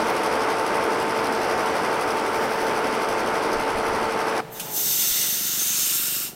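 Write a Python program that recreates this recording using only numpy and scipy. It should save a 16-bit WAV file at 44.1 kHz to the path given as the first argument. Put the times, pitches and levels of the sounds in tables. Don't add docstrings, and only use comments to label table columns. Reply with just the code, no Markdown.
import sys
import numpy as np
from scipy import signal
from scipy.fft import rfft, irfft, next_fast_len
from scipy.io import wavfile
from scipy.ndimage import uniform_filter1d, map_coordinates

SR = 44100
rng = np.random.default_rng(int(sys.argv[2]) if len(sys.argv) > 2 else 0)


def transcribe(signal):
    frames = np.atleast_2d(signal).T
    limited = np.clip(frames, -1, 1)
    pcm = np.round(limited * 32767).astype(np.int16)
    wavfile.write(sys.argv[1], SR, pcm)


def volts_from_db(level):
    exponent = np.asarray(level, float) / 20
    return 10 ** exponent


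N = 280031
T = np.arange(N) / SR
CHANGE_S = 4.4065
NEAR = T < CHANGE_S

# frequency in Hz, level in dB.
WIND_COLOUR = [(10, -4), (30, 0), (60, -11), (120, -4.5), (200, -33), (300, -120)]
# centre in seconds, half width in seconds, change in dB.
WIND_GUSTS = [
    (3.15, .3, 7),
    (3.85, .35, 13),
    (4.3, .08, -8),
    (5.11, .05, 13),
]
# frequency in Hz, level in dB per Hz.
YARD_AIR = [(20, -10), (90, -9), (150, -10), (200, -4.5), (350, -8), (700, -5), (1000, -12.5), (3000, -28),
            (8000, -40)]
# centre in Hz, width in Hz, level in dB.
EXHAUST_PIPE = [(143, 52, 0), (207, 44, -0.5), (335, 82, -3.5), (715, 400, -22.5)]
# frequency in Hz, level in dB per Hz.
TIN_HISS = [(1200, -43), (2000, -0.5), (3000, -8), (3900, -13.5), (4500, -9.5), (5800, -10), (6500, -18.5),
            (7000, -20.5), (8000, -17.5), (9300, -17.5), (10500, -20.5), (11800, -22.5), (12600, -28),
            (15600, -32.5)]
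# frequency in Hz, level in dB per Hz.
KNOCK_COLOUR = [(1500, -36), (2500, -4), (3900, -5), (5000, 1.5), (6300, -2), (7200, -18.5), (8500, -7),
                (10000, -3), (11500, -7.5), (12500, -13), (15600, -15)]
# time in seconds, peak in dB.
HARD_KNOCKS = [(0.0997, -34), (0.1635, -35), (0.2319, -30), (0.3142, -36), (0.6624, -32), (0.8365, -33),
               (1.2421, -34), (1.3229, -29), (1.5908, -44), (1.659, -31), (2.0088, -33), (2.0757, -31),
               (2.17, -37), (2.6663, -30), (2.7506, -35), (2.8434, -41), (2.9243, -35), (3.0859, -27),
               (3.1921, -44), (3.258, -35), (3.3423, -35), (3.4236, -33), (3.5289, -30), (3.5942, -33)]
# centre in seconds, length in seconds, rise in dB.
SPARK_FLARES = [
    (0.05, .3, 11),
    (.102, .012, 9),
    (.407, .01, 16),
    (2.1, .25, 10),
    (2.55, .46, 15),
    (4.36, .12, 11),
]
# frequency in Hz, level in dB per Hz.
NEAR_ROAR = [(15, -58), (60, -19.5), (170, -13), (230, -7.5), (330, -3.5), (450, -1.5), (600, -2.5),
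             (900, -4), (1150, -4.5), (1550, -7.5), (1750, -12.5), (2300, -17), (3500, -26), (8800, -80)]
# frequency in Hz, level in dB per Hz.
FAR_ROAR = [(15, -53), (90, -35), (130, -6), (250, -14.5), (450, -11.5), (900, -11), (1100, -17),
            (1860, -20.5), (2600, -25), (6000, -34.5), (15600, -40)]
# multiple of the shaft rate, level in dB rms.
SHAFT_TONES = [(3, -47), (6, -33.5), (10, -44), (11, -44.5), (12, -33.5), (13, -44.5), (18, -45.5),
               (21, -49)]
# frequency in Hz, level in dB rms.
HOUSING_WHISTLES = [(4511, -61), (5012, -59), (5389, -63), (8403, -67.5), (8780, -66)]
# centre in Hz, width in Hz, level in dB.
YARD_RESONANCES = [(428, 66, -42), (360, 36, -46), (848, 60, -41)]
# centre in Hz, width in Hz, level in dB.
TANK_RIDGES = [
    [(1420, 170, -5.5), (1990, 170, -5.5), (2860, 230, -5), (3620, 190, -1.5), (4400, 300, -10),
     (5450, 180, -4.5), (6190, 270, 0.3), (7200, 240, -6), (8060, 300, -3.5), (8830, 300, -2),
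     (13400, 1900, -0.5)],
    [(1370, 210, -8), (2840, 330, -7), (3680, 220, -6), (5400, 250, -12), (6400, 260, 3), (7280, 250, -0.5),
     (8100, 300, -7), (9000, 300, -2), (13300, 1900, -4)],
    [(1370, 260, -5), (2800, 180, -1.5), (3730, 240, -7), (5420, 200, -4.5), (6440, 250, -7),
     (7440, 250, -3), (8390, 250, -1), (9200, 400, -2), (9800, 300, -5), (13400, 1600, -1)],
]
# frequency in Hz, level in dB per Hz.
STEAM_COLOUR = [(500, -35), (1000, -6.5), (1400, -2), (3000, -3), (6000, -2.5), (10000, -6.5),
                (13000, -1.5), (15800, 3.5)]
# time in seconds, vigour in dB, bubble size in dB.
BOIL_COURSE = [
    (4.49, -41, 0),
    (4.525, -15, -2),
    (4.69, -11.5, 0),
    (4.75, -1, -3.5),
    (4.93, .6, -1.5),
    (5.22, .2, 3),
    (5.41, -2.2, -1.5),
    (5.75, -.8, .2),
    (6.22, -1.9, -1),
]
# low edge in Hz, high edge in Hz, level in dB,
# growth with vigour (ratio), growth with bubble size (ratio).
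BUBBLE_LAYERS = [
    (8350, 17700, -27, 1.05, -0.39),
    (4840, 9700, -27, 1.43, 0.17),
    (2930, 4400, -35, 0.78, 0.85),
    (770, 2290, -41, 0.6, .3),
]
# time in seconds, peak in dB, 60 dB decay in seconds beyond a basic 0.082.
FIRST_SPIT = [
    (4.597, -22.5, 0.03),
]
# frequency in Hz, level in dB per Hz.
SPIT_COLOUR = [(880, -39), (1500, -7), (2180, -29), (2350, -5), (2600, -5), (2950, -2), (4070, -11),
               (5200, -9.5), (5630, -13), (6780, -4.5), (15600, -8)]
# centre in seconds, low edge in Hz, high edge in Hz, level in dB.
STEREO_SPLITS = [(3.73, 8300, 9700, -56), (4.8, 7400, 9700, -34), (4.99, 13700, 15200, -35),
                 (5.22, 6900, 9000, -33), (5.22, 13000, 14600, -35), (5.64, 11000, 13900, -34),
                 (5.87, 14500, 15700, -36), (6.17, 11000, 13200, -36), (6.17, 4200, 5300, -39)]

SHAFT_HZ, OFF_S, COAST_S = 74.29, 4.6, 2.5
FIRING_HZ = 11.9
SAG_DB_PER_S = 0.28


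def unit(x):
    return x / np.sqrt(np.mean(x ** 2) + 1e-20)


def along(points, hz):
    f, v = np.transpose(points)
    return np.interp(np.log(hz + 1), np.log(f + 1), v)


def wobble(rate):
    knots = rng.standard_normal(int(N * rate / SR) + 4)
    coarse_t = T[::64]
    return np.interp(T, coarse_t, map_coordinates(knots, [coarse_t * rate]))


def filtered(x, response):
    m = next_fast_len(N + SR // 2)
    return irfft(rfft(x, m) * response(np.fft.rfftfreq(m, 1 / SR)), m)[:N]


def band(x, lo_hz, hi_hz):
    return unit(filtered(x, lambda f: 1 / np.sqrt((1 + (lo_hz / (f + 1)) ** 8) * (1 + (f / hi_hz) ** 8))))


def rush(spectrum, patchy_db, source=None):
    if source is None:
        source = rng.standard_normal(N)
    z = signal.stft(source, nperseg=512)[2]
    field = uniform_filter1d(rng.standard_normal(z.shape), size=6, axis=0)
    field = uniform_filter1d(field, size=10, axis=1)
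    x = signal.istft(z * volts_from_db(patchy_db * unit(field)), nperseg=512)[1][:N]
    return unit(filtered(x, lambda hz: volts_from_db(along(spectrum, hz))))


def fall(seconds, t60):
    return volts_from_db(-60 * T[:int(seconds * SR)] / t60)


def bump(f, centre, width):
    return 1 / (1 + (2 * (f - centre) / width) ** 2)


def wind():
    db = np.where(NEAR, -58.5, -65)
    db = db + sum(up_db * np.exp(-((T - s) / wide) ** 2) for s, wide, up_db in WIND_GUSTS)
    return volts_from_db(db + 1.5) * unit(volts_from_db(2.2 * wobble(8)) * rush(WIND_COLOUR, patchy_db=3.0))


def yard_air():
    return ~NEAR * volts_from_db(-50.5) * rush(YARD_AIR, patchy_db=0.0)


def pipe(f):
    return sum((-1) ** k * volts_from_db(db) * 1j * f * w / (c * c - f * f + 1j * f * w)
               for k, (c, w, db) in enumerate(EXHAUST_PIPE))


def engine():
    crank_hz = 2 * FIRING_HZ
    times = 6.331 - np.arange(int(crank_hz * 6.3)) / crank_hz
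    luck = rng.standard_normal((len(times), 2))
    stronger = (-1) ** np.arange(len(times))
    puffs = np.zeros(N)
    puffs[((times + .0004 * luck[:, 0]) * SR).astype(int)] = volts_from_db(0.83 * luck[:, 1] + .4 * stronger)
    gate = signal.fftconvolve(puffs, fall(.1, 0.063))[:N]
    gas = unit(puffs) + .3 * unit(gate * rng.standard_normal(N))
    echoes = rng.standard_normal(SR // 5) * fall(.2, 0.45)
    gas += 0.85 * unit(signal.fftconvolve(gas, echoes)[:N])
    tank_db = -46.5 - 6.5 * np.exp(-np.clip(T - CHANGE_S, 0, None) / .3)
    return volts_from_db(np.where(NEAR, -50, tank_db)) * band(filtered(-gas, pipe), 120, 2000)


def clatter():
    knock_hz = 74.3
    firing = np.cos(2 * np.pi * FIRING_HZ * T - .07)
    times = .0025 + np.arange(int(knock_hz * CHANGE_S)) / knock_hz
    luck = rng.standard_normal((len(times), 2))
    knocks = np.zeros(N)
    knocks[np.abs((times + .0011 * luck[:, 0]) * SR).astype(int)] = volts_from_db(np.clip(1.7 * luck[:, 1], -5, 3))
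    knocks *= volts_from_db(6 * np.tanh(2 * firing) - 5)
    for s, db in HARD_KNOCKS:
        knocks[round(s * SR)] += volts_from_db(db + 31)
    ring = fall(.1, .04) * (1 - np.exp(-T[:SR // 10] / .002))
    shake = signal.fftconvolve(knocks, ring)[:N]
    tin = rush(KNOCK_COLOUR, patchy_db=1.6, source=shake * rng.standard_normal(N))
    tin /= np.std(tin[NEAR])
    turning = np.cos(2 * np.pi * (T - .0046) * knock_hz)
    hiss = volts_from_db(1.1 * firing + 1.3 * turning) * rush(TIN_HISS, patchy_db=1.2)
    spark_db = -25 + sum(db / (1 + (2 * (T - s) / long) ** 6) for s, long, db in SPARK_FLARES)
    sparks = band(volts_from_db(2.2 * wobble(25)) * rng.standard_normal(N), 12000, 16000)
    level = volts_from_db(-41.5 - SAG_DB_PER_S * T + 0.28 * wobble(2.9))
    return NEAR * level * (volts_from_db(-2.5) * tin + volts_from_db(5.0) * hiss + volts_from_db(spark_db) * sparks)


def yard(f):
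    return sum(volts_from_db(db) * bump(f, c, w) for c, w, db in YARD_RESONANCES)


def blower():
    speed = np.exp(-np.clip(T - OFF_S, 0, None) / COAST_S)
    turn = 2 * np.pi * SHAFT_HZ * np.cumsum(speed) / SR
    near_db = -24 - SAG_DB_PER_S * T + 0.18 * wobble(1.33) + 0.28 * np.cos(turn - .1) + 0.48 * wobble(9.02)
    roar = volts_from_db(near_db) * rush(NEAR_ROAR, patchy_db=0.24)
    far_db = -40 + 6 * np.exp(-np.abs(T - CHANGE_S) / .022) + 0.96 * wobble(7.6)
    far = volts_from_db(far_db) * speed ** 3 * rush(FAR_ROAR, patchy_db=0.5)
    tones = sum(volts_from_db(db + 3 + .9 * wobble(7)) * np.sin(round(k) * turn + .3 * wobble(8)) for k, db in SHAFT_TONES)
    tones += sum(volts_from_db(db + 5.5 + 1.4 * wobble(11)) * np.sin(2 * np.pi * hz * T + 3.6 * wobble(12))
                 for hz, db in HOUSING_WHISTLES)
    dying = sum(volts_from_db(1.6 * wobble(15)) * yard(k * SHAFT_HZ * speed) * np.sin(k * turn)
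                for k in (6, 12))
    return np.where(NEAR, roar + tones, far + speed ** 2.2 * dying)


def tank(x):
    drift = .5 * (5.2 - T)
    draw = 2 * np.clip((T - 5.2) / (6.0 - 5.2), 0, 1) ** 1.7
    place = np.clip(np.maximum(drift, draw), 0, 2)

    def ridges(f, peaks):
        return np.sqrt(volts_from_db(-22) + sum(volts_from_db(2 * db) * bump(f, c, w) for c, w, db in peaks))

    return sum(np.clip(1 - np.abs(place - k), 0, 1) * unit(filtered(x, lambda f: ridges(f, peaks)))
               for k, peaks in enumerate(TANK_RIDGES))


def spit():
    out = np.zeros(N)
    for s, db, t60 in FIRST_SPIT:
        age = np.clip(T - s + .001, 0, None)
        burst = volts_from_db(db - 1.0 - 60 * age / (t60 + 0.082)) * (1 - np.exp(-age / .0012))
        out += burst * rush(SPIT_COLOUR, patchy_db=0.5)
    return out


def quench():
    s, vigour, size = np.transpose(BOIL_COURSE)
    pops = (rng.random(N) < 3000 / SR) * rng.standard_normal(N)
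    crackle = volts_from_db(0.45 * wobble(40)) * rng.standard_normal(N) + 0.18 * unit(pops)
    boil = tank(rush(STEAM_COLOUR, patchy_db=0.95, source=crackle))
    build_db = -2.1 * np.exp(-np.clip(T - s[3], 0, None) / 0.38)
    lift_s, knee_s, lift_db_per_s = 6.252, .022, 270
    lift_db = lift_db_per_s * (T - lift_s + np.hypot(T - lift_s, knee_s)) / 2
    hiss = np.zeros(N)
    for k, (lo_hz, hi_hz, db, grows, coarse) in enumerate(BUBBLE_LAYERS):
        layer_db = db + grows * np.interp(T - k * 0.016, s, vigour)
        layer_db += coarse * np.interp(T, s, size) + k * build_db
        layer_db -= (1 - k * .11) * lift_db
        hiss += volts_from_db(layer_db) * band(boil, lo_hz, hi_hz)
    return ~NEAR * (volts_from_db(0.62 * wobble(5)) * hiss + spit())


def scene():
    return np.tile(wind() + yard_air() + engine() + clatter() + blower() + quench(), (2, 1))


def low_pass(x):
    return signal.sosfilt(signal.butter(12, 15740, fs=SR, output="sos"), x)


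def record(dry):
    side = np.zeros(N)
    for s, lo, hi, db in STEREO_SPLITS:
        noise = unit(filtered(rng.standard_normal(N), lambda hz: (hz > lo) & (hz < hi)))
        side += volts_from_db(db) * np.exp(-((T - s) / .013) ** 4) * noise
    both = filtered(dry[0], lambda hz: hz < 15800) + np.array([side, -side])
    return low_pass(both)


dry = scene()
out = record(dry)
transcribe(out)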